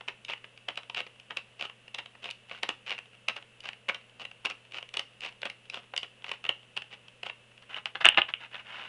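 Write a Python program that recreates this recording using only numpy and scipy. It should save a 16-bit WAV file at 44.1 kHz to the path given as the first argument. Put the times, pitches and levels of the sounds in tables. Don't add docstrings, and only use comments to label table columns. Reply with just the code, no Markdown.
import sys
import numpy as np
from scipy import signal
from scipy.fft import rfft, irfft
from scipy.io import wavfile

SR = 44100
rng = np.random.default_rng(int(sys.argv[2]) if len(sys.argv) > 2 else 0)


def put_to_file(sound):
    columns = np.atleast_2d(sound).T
    safe = np.clip(columns, -1, 1)
    whole_steps = np.round(safe * 32767)
    wavfile.write(sys.argv[1], SR, whole_steps.astype(np.int16))


N = 391608
TIME = np.arange(N) / SR


# [t/s, level/dB, brightness/dB, extra dry tick/dB, crunch around the crack/dB]
BLADE_CRACKS = [(0.0837, -40.5, 2, 1, 2), (0.6865, -37.5, -1.5, -0.5, -1), (0.7748, -40, 3, -2, -1),
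                (1.3071, -45, -8, 3, 1.5), (1.3706, -40, 8.5, 2.5, 0.5), (1.9466, -44, 12.5, -2.5, 0.5),
                (1.9864, -44.5, 6, 3, 5.5), (2.6322, -31.5, 4, -5, -4), (2.6905, -31, 1.5, 0, -6.5),
                (3.2850, -33, 7, 1, 0.5), (3.3649, -45, 1.5, -4, 3.5), (3.8884, -37, 0, -1, 5),
                (3.9461, -45, 6, 1.5, 2.5), (4.4515, -36.5, 4, -5, 4.5), (4.5005, -44, 8, -3, 7),
                (4.9403, -45, 10.5, -2.5, 3), (4.9706, -35, 10.5, -3, -8), (4.9941, -37, 8.5, -1.5, -4),
                (5.4185, -48, 10, -6, -10), (5.4549, -38, 2.5, -1.5, 1.5), (5.5001, -46.5, 8.5, 0.5, -3),
                (5.9773, -38, 17, -0.5, -6), (6.0311, -44, 2.5, 2.5, -0.5), (6.4518, -46, -3, 4, 2),
                (6.4916, -34, -2, 5.5, -5.5), (6.7672, -43, 3, 0, -1.5)]
# [start t/s, length/s, level/dB]
BLADE_RUBS = [(0.281, 0.065, -46), (0.957, 0.061, -43), (1.589, 0.088, -49), (2.223, 0.074, -51.5),
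              (2.485, 0.12, -55), (2.861, 0.099, -46.5), (3.63, 0.067, -51.5), (4.193, 0.044, -49),
              (4.728, 0.071, -48.5), (5.215, 0.081, -45.5), (5.721, 0.084, -51), (6.239, 0.12, -53),
              (6.904, 0.051, -54.5), (7.247, 0.043, -49.5)]
RUB_PEAK = 0.3
# [t/s, level/dB, brightness/dB]
PACK_SNAPS = [(0.0094, -48, -9.5), (0.2492, -51.5, 18.5), (0.2984, -41.5, -6), (0.3349, -41.5, -4),
              (0.4431, -51, -9), (0.5764, -56, 7), (0.7569, -54.5, 7), (0.833, -54, 1),
              (0.8986, -42.5, -1.5), (0.947, -41.5, 5), (0.9695, -45, -4), (1.0046, -39.5, 1),
              (1.0665, -49.5, -3), (1.1991, -56.5, 11), (1.6106, -40, 1.5), (1.6243, -39, 0),
              (1.6535, -45.5, -4), (1.6978, -50, -5), (1.8804, -54, 4), (2.0599, -50, 4),
              (2.1522, -60.5, -17), (2.2426, -43.5, 2), (2.2567, -45, -2), (2.2898, -48, -7.5),
              (2.3033, -49, 12), (2.3106, -48.5, 22), (2.5138, -51, -23.5), (2.548, -52.5, -8),
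              (2.907, -41, 7), (2.9164, -40.5, -8), (2.9262, -43.5, -4), (2.9804, -48.5, -3),
              (2.9879, -44.5, 2), (3.4256, -56.5, 2), (3.6052, -58, 21), (3.6565, -44.5, -3),
              (3.689, -40.5, 2.5), (3.7323, -51.5, 1), (3.8955, -34, -13), (4.2522, -44.5, 2),
              (4.314, -53, 0), (4.4572, -35, 6.5), (4.7214, -51.5, 7), (4.7845, -43.5, -2.5),
              (4.8274, -47, -1), (4.8904, -57, 14), (5.2072, -51, 13), (5.2493, -43, -1),
              (5.4318, -42, -16), (5.6997, -46.5, 16), (5.7436, -41, 3), (5.7726, -47, -8),
              (5.938, -45, -18), (5.9644, -41, 13.5), (6.2436, -44, -2.5), (6.293, -44, 1),
              (6.3164, -35, 0), (6.4413, -45, 0), (6.4652, -44, -5), (6.7746, -37, 4), (6.8208, -46.5, 1),
              (7.0827, -55, 6.5), (7.2326, -40, -0.5), (7.2669, -43.5, -5), (7.2982, -44.5, -11),
              (7.5782, -60, 8)]
# [f/Hz, level/dB]
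HELD_PACK_MODES = [(185, -14), (260, -16.5), (390, -11.5), (505, -3.5), (590, -0.5), (715, 1.5), (820, 2),
                   (900, -1.5), (1030, -3.5), (1150, -1), (1300, 2), (1480, 2.5), (1630, -1), (1800, 0),
                   (1980, -1.5), (2150, 4), (2340, 1), (3450, -2.5), (3750, -10.5), (4300, -2.5)]


def cutting():
    pack = shell_rings(HELD_PACK_MODES, t60_at_1khz_s=0.019, bend=0.062)
    cracks = clicks(BLADE_CRACKS, pack, per_s=5500, after_db=1.0, run_s=0.0016, build_up=0.52,
                    tick_db=1.5, ring_db=3.0, edge_db=5.0)
    crunch = crunches(bursts(BLADE_CRACKS, bright_share=0.43), pack, per_s=1400, spread_db=3.0,
                      tick_db=-14, ring_db=-4.5, edge_db=-9.0)
    rubs = crunches(strokes(BLADE_RUBS, RUB_PEAK), pack, per_s=950, spread_db=4.0,
                    tick_db=-4.5, ring_db=1.26, edge_db=3.0)
    lone_snaps = [(*snap, 0, 0) for snap in [*PACK_SNAPS, *small_ticks(bright_spread_db=3.5)]]
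    snaps = clicks(lone_snaps, pack, per_s=5500, after_db=-3.5, run_s=0.0016, build_up=0.59,
                   tick_db=0.5, ring_db=1.0, edge_db=3.0)
    return cracks + crunch + rubs + snaps


SETTLE_S, SETTLE_DB, SETTLE_SCATTER_DB = 0.13, -12.5, 1.5
HANDLING_UNTIL_S, HANDLING_DB, HANDLING_SCATTER_DB = 7.7, -65, 3


def small_ticks(bright_spread_db, per_rub=3, handling_count=30):
    ticks = []
    for start_s, _, rub_db in BLADE_RUBS:
        for share in rng.random(per_rub):
            tick_db = rub_db + SETTLE_DB + SETTLE_SCATTER_DB * rng.standard_normal()
            ticks.append((start_s + SETTLE_S * share, tick_db))
    for share in rng.random(handling_count):
        tick_db = HANDLING_DB + HANDLING_SCATTER_DB * rng.standard_normal()
        ticks.append((HANDLING_UNTIL_S * share, tick_db))
    return [(s, db, bright_spread_db * rng.standard_normal()) for s, db in ticks]


# [t/s, level/dB, brightness/dB, extra dry tick/dB, rattle around the knock/dB]
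DESK_KNOCKS = [(7.624, -54, 10, -11, -7), (7.7443, -50.5, 10, 5, -13), (7.765, -45.5, 0, 0, 0),
               (7.7845, -47.5, -10, 0, -18), (7.8572, -33, 7.5, -5.5, -14), (7.9545, -41.5, -10, -3, -3.5),
               (8.0099, -40, -1, -11, 2.5), (8.0478, -24.5, -5.5, -0.5, -8), (8.0545, -18, 4.5, -2, -12),
               (8.0643, -24, -8, 1, -11), (8.0879, -27, 2.5, 6, -21), (8.1254, -46, -14, -4, -20),
               (8.1457, -40.5, -6, 1.5, -15), (8.1746, -30.5, -15.5, 5.5, -5), (8.1818, -27, -16.5, -5, -7),
               (8.1877, -33, -10, 4.5, -12), (8.2179, -39, -6, 11.5, -21), (8.2884, -45.5, -5, -1, 0),
               (8.3384, -40.5, -6.5, 8.5, -28), (8.5443, -44.5, -10, -5, -13), (8.5547, -46, 1, 0.5, -16)]
# [start t/s, length/s, level/dB]
DESK_SCRAPES = [(7.69, 0.12, -49.5), (8.395, 0.082, -51), (8.51, 0.12, -51.5), (8.645, 0.2, -50.5),
                (8.72, 0.19, -49.5)]
SCRAPE_PEAK = 0.38
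# [f/Hz, level/dB]
LYING_PACK_MODES = [(80, -23.5), (170, -17.5), (245, -14.5), (345, -13.5), (485, -8.5), (655, -2),
                    (810, 1.5), (972, 1), (1085, 0), (1255, 2.5), (1400, 6), (1555, 1.5), (1695, 4),
                    (1850, -0.5), (2005, 2.5), (2125, 3.5), (2300, -8), (3525, 0.5), (3950, -1)]


def putting_down():
    pack = shell_rings(LYING_PACK_MODES, t60_at_1khz_s=0.023, bend=0.027)
    knocks = clicks(DESK_KNOCKS, pack, per_s=4000, after_db=-4, run_s=0.0015, build_up=0.72,
                    tick_db=2.0, ring_db=-0.5, edge_db=-4.5)
    rattle = crunches(bursts(DESK_KNOCKS, bright_share=0.37), pack, per_s=1100, spread_db=0.5,
                      tick_db=-11, ring_db=2.5, edge_db=-4)
    scrapes = crunches(strokes(DESK_SCRAPES, SCRAPE_PEAK), pack, per_s=1300, spread_db=3.0,
                       tick_db=-6.5, ring_db=1.0, edge_db=-5.0)
    return knocks + rattle + scrapes


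# [f/Hz, level/dB]
BREAK_TREBLE = [(1500, -36.5), (3000, -0.5), (4200, 2.5), (5500, 5.5), (7000, 1.5), (9000, 5), (11000, 0.5),
                (14000, -11.5)]
RUN_FOLLOWS = 0.36


def clicks(table, rings, per_s, after_db, run_s, build_up, tick_db, ring_db, edge_db, size=750):
    out = np.zeros(N)
    lead = size // 5
    t = (np.arange(size) - lead) / SR
    for s, db, bright_db, dry_db, burst_db in table:
        reach_s = run_s * from_db(RUN_FOLLOWS * burst_db) * np.where(t < 0, build_up, 1)
        small_breaks = fractures(size, per_s, spread_db=0.0) * np.exp(-np.abs(t) / reach_s)
        force = from_db(after_db) * small_breaks
        force[lead] = 1
        levels_db = voiced(db, bright_db, (tick_db + dry_db, ring_db, edge_db))
        add(out, s + t[0], radiate(force, rings, BREAK_TREBLE, levels_db, length_s=0.0042))
    return out


# [f/Hz, level/dB]
CRUNCH_TREBLE = [(1500, -25), (3000, -2), (4200, -2.5), (5500, -2), (7000, -3.5), (9000, -8.5),
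                 (11000, -10), (14000, -19)]


def crunches(spans, rings, per_s, spread_db, tick_db, ring_db, edge_db):
    out = np.zeros(N)
    for start, hardest, end, db, bright_db in spans:
        count = np.clip(int((end - start) * SR), 2, SR // 4)
        t = start + np.arange(count) / SR
        pressure = np.interp(t, [start, hardest, end], [0, 1, 0]) ** 0.49
        force = pressure * fractures(count, per_s, spread_db)
        levels_db = voiced(db, bright_db, (tick_db, ring_db, edge_db))
        full_pressure_s = np.sum(pressure ** 2) / SR
        add(out, start, radiate(force, rings, CRUNCH_TREBLE, levels_db, full_pressure_s))
    return out


BURST_SWELL_S, BURST_FADE_S = 0.006, 0.024


def bursts(hits, bright_share):
    return [(s - BURST_SWELL_S, s, s + BURST_FADE_S, db + burst_db, bright_share * bright_db)
            for s, db, bright_db, _, burst_db in hits]


def strokes(table, peak):
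    return [(start, start + peak * length, start + length, db, 0) for start, length, db in table]


def fractures(count, per_s, spread_db):
    sizes = from_db(spread_db * np.minimum(rng.exponential(1, count), 4))
    happens = rng.random(count) < per_s / SR
    return happens * sizes * rng.choice([-1, 1], count)


# [tick, shell ring, bright edge; dB/dB]
BRIGHTNESS_TILT = (0.31, -0.48, 0.67)


def voiced(db, bright_db, balance_db):
    return db + np.array(balance_db) + bright_db * np.array(BRIGHTNESS_TILT)


def radiate(force, rings, treble, levels_db, length_s, count=5):
    force = np.pad(force, (0, rings.shape[1]))
    tick = band(force, 2312, 3266)
    spots = rings[rng.permutation(len(rings))[:count]]
    dealt = force * (np.arange(len(force)) % count == np.arange(count)[:, None])
    shell = signal.fftconvolve(dealt, spots, axes=1).sum(axis=0)[:len(force)]
    edge = coloured(force, treble, size=512)
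    parts = zip(levels_db, (tick, shell, edge))
    return np.sqrt(length_s * SR) * sum(from_db(db) * unit_energy(part) for db, part in parts)


def shell_rings(modes, t60_at_1khz_s, bend, count=40, size=2400):
    hz, db = np.transpose(modes)
    shift, strength, side = rng.standard_normal((3, count, len(hz), 1))
    t = np.arange(size) / SR
    lives_s = t60_at_1khz_s * np.sqrt(1000 / hz)
    decay = from_db(db[:, None] - 60 * np.outer(1 / lives_s, t))
    swing = np.cos(2 * np.pi * hz[:, None] * np.exp(bend * shift) * t)
    weight = np.sign(side) * from_db(2 * strength)
    return np.sum(weight * decay * swing, axis=1)


# [f/Hz, level/dB]
WALL_COLOUR = [(100, 1), (500, -2.5), (1000, -2), (2000, -2.5), (2900, -2.5), (5000, -6), (10000, -8.5)]


def room(x, nook_db, nook_t60, room_db, room_t60, size=26000):
    t = np.arange(size) / SR
    near, far = rng.standard_normal((2, size))
    nook = unit_energy(near * (t > .0025) * from_db(-60 * t / nook_t60))
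    tail = unit_energy(far * (t > .008) * from_db(-60 * t / room_t60))
    reflections = from_db(nook_db) * nook + from_db(room_db) * tail
    return signal.fftconvolve(x, coloured(reflections, WALL_COLOUR))[:N]


# [f/Hz, level/dB]
FAN_COLOUR = [(25, -5), (70, -5.5), (130, -6), (215, 2.5), (310, -8.5), (500, 1.5), (780, -8.5), (1500, -9),
              (2600, -10.5), (4000, -15.5), (9000, -32.5)]


def computer(fan_db, hum_hz, hum_db, whine_hz, whine_db):
    fan = np.sqrt(N) * unit_energy(coloured(rng.standard_normal(N), FAN_COLOUR))
    hum = np.sqrt(2) * np.sin(2 * np.pi * hum_hz * TIME)
    wander = np.cumsum(rng.standard_normal(N)) * 0.021
    whine = np.sqrt(2) * np.sin(2 * np.pi * whine_hz * TIME + wander)
    return from_db(fan_db) * fan + from_db(hum_db) * hum + from_db(whine_db) * whine


def from_db(db):
    return 10 ** (np.asarray(db) / 20)


def unit_energy(x):
    return x / np.sqrt(np.sum(x ** 2) + 1e-20)


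def add(track, start_s, sound):
    at = int(np.clip(round(start_s * SR), 0, N - 1))
    track[at:at + len(sound)] += sound[:N - at]


def band(x, low_hz, high_hz, order=2):
    b, a = signal.butter(order, [low_hz, high_hz], "band", fs=SR)
    return signal.lfilter(b, a, x)


def coloured(x, spectrum, size=4096):
    hz, db = np.transpose(spectrum)
    grid_hz = np.maximum(np.arange(size // 2 + 1) * SR / size, 1)
    gain = from_db(np.interp(np.log(grid_hz), np.log(hz), db))
    cepstrum = irfft(np.log(gain))
    fold = np.r_[1, np.full(size // 2 - 1, 2), np.zeros(size // 2)]
    response = irfft(np.exp(rfft(cepstrum * fold)))
    return signal.fftconvolve(x, response)[:len(x)]


def scene():
    cuts, landing = cutting(), putting_down()
    cut_echoes = room(cuts, nook_db=-12, nook_t60=0.062, room_db=-8.5, room_t60=0.24)
    landing_echoes = room(landing, nook_db=-17.0, nook_t60=0.027, room_db=-10.5, room_t60=0.2)
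    machine = computer(fan_db=-64.0, hum_hz=120, hum_db=-67.0, whine_hz=2640, whine_db=-80.5)
    return (cuts + landing + cut_echoes + landing_echoes + machine)[None]


# [f/Hz, level/dB]
MICROPHONE_RESPONSE = [(100, -1.5), (1000, 0.5), (2000, 3), (2400, 5), (2850, 14), (3200, 8), (3600, 3.5),
                       (4200, -3), (6200, -13), (10000, -23)]
CUTOFF_HZ = 10800


def record(dry, hiss_db=-70):
    heard = coloured(dry[0], MICROPHONE_RESPONSE) + from_db(hiss_db) * rng.standard_normal(N)
    clipped = np.clip(heard, -.76, .76)
    top_cut = signal.ellip(10, .1, 70, CUTOFF_HZ, fs=SR, output="sos")
    return signal.sosfilt(top_cut, clipped)[None]


dry = scene()
out = record(dry)
put_to_file(out)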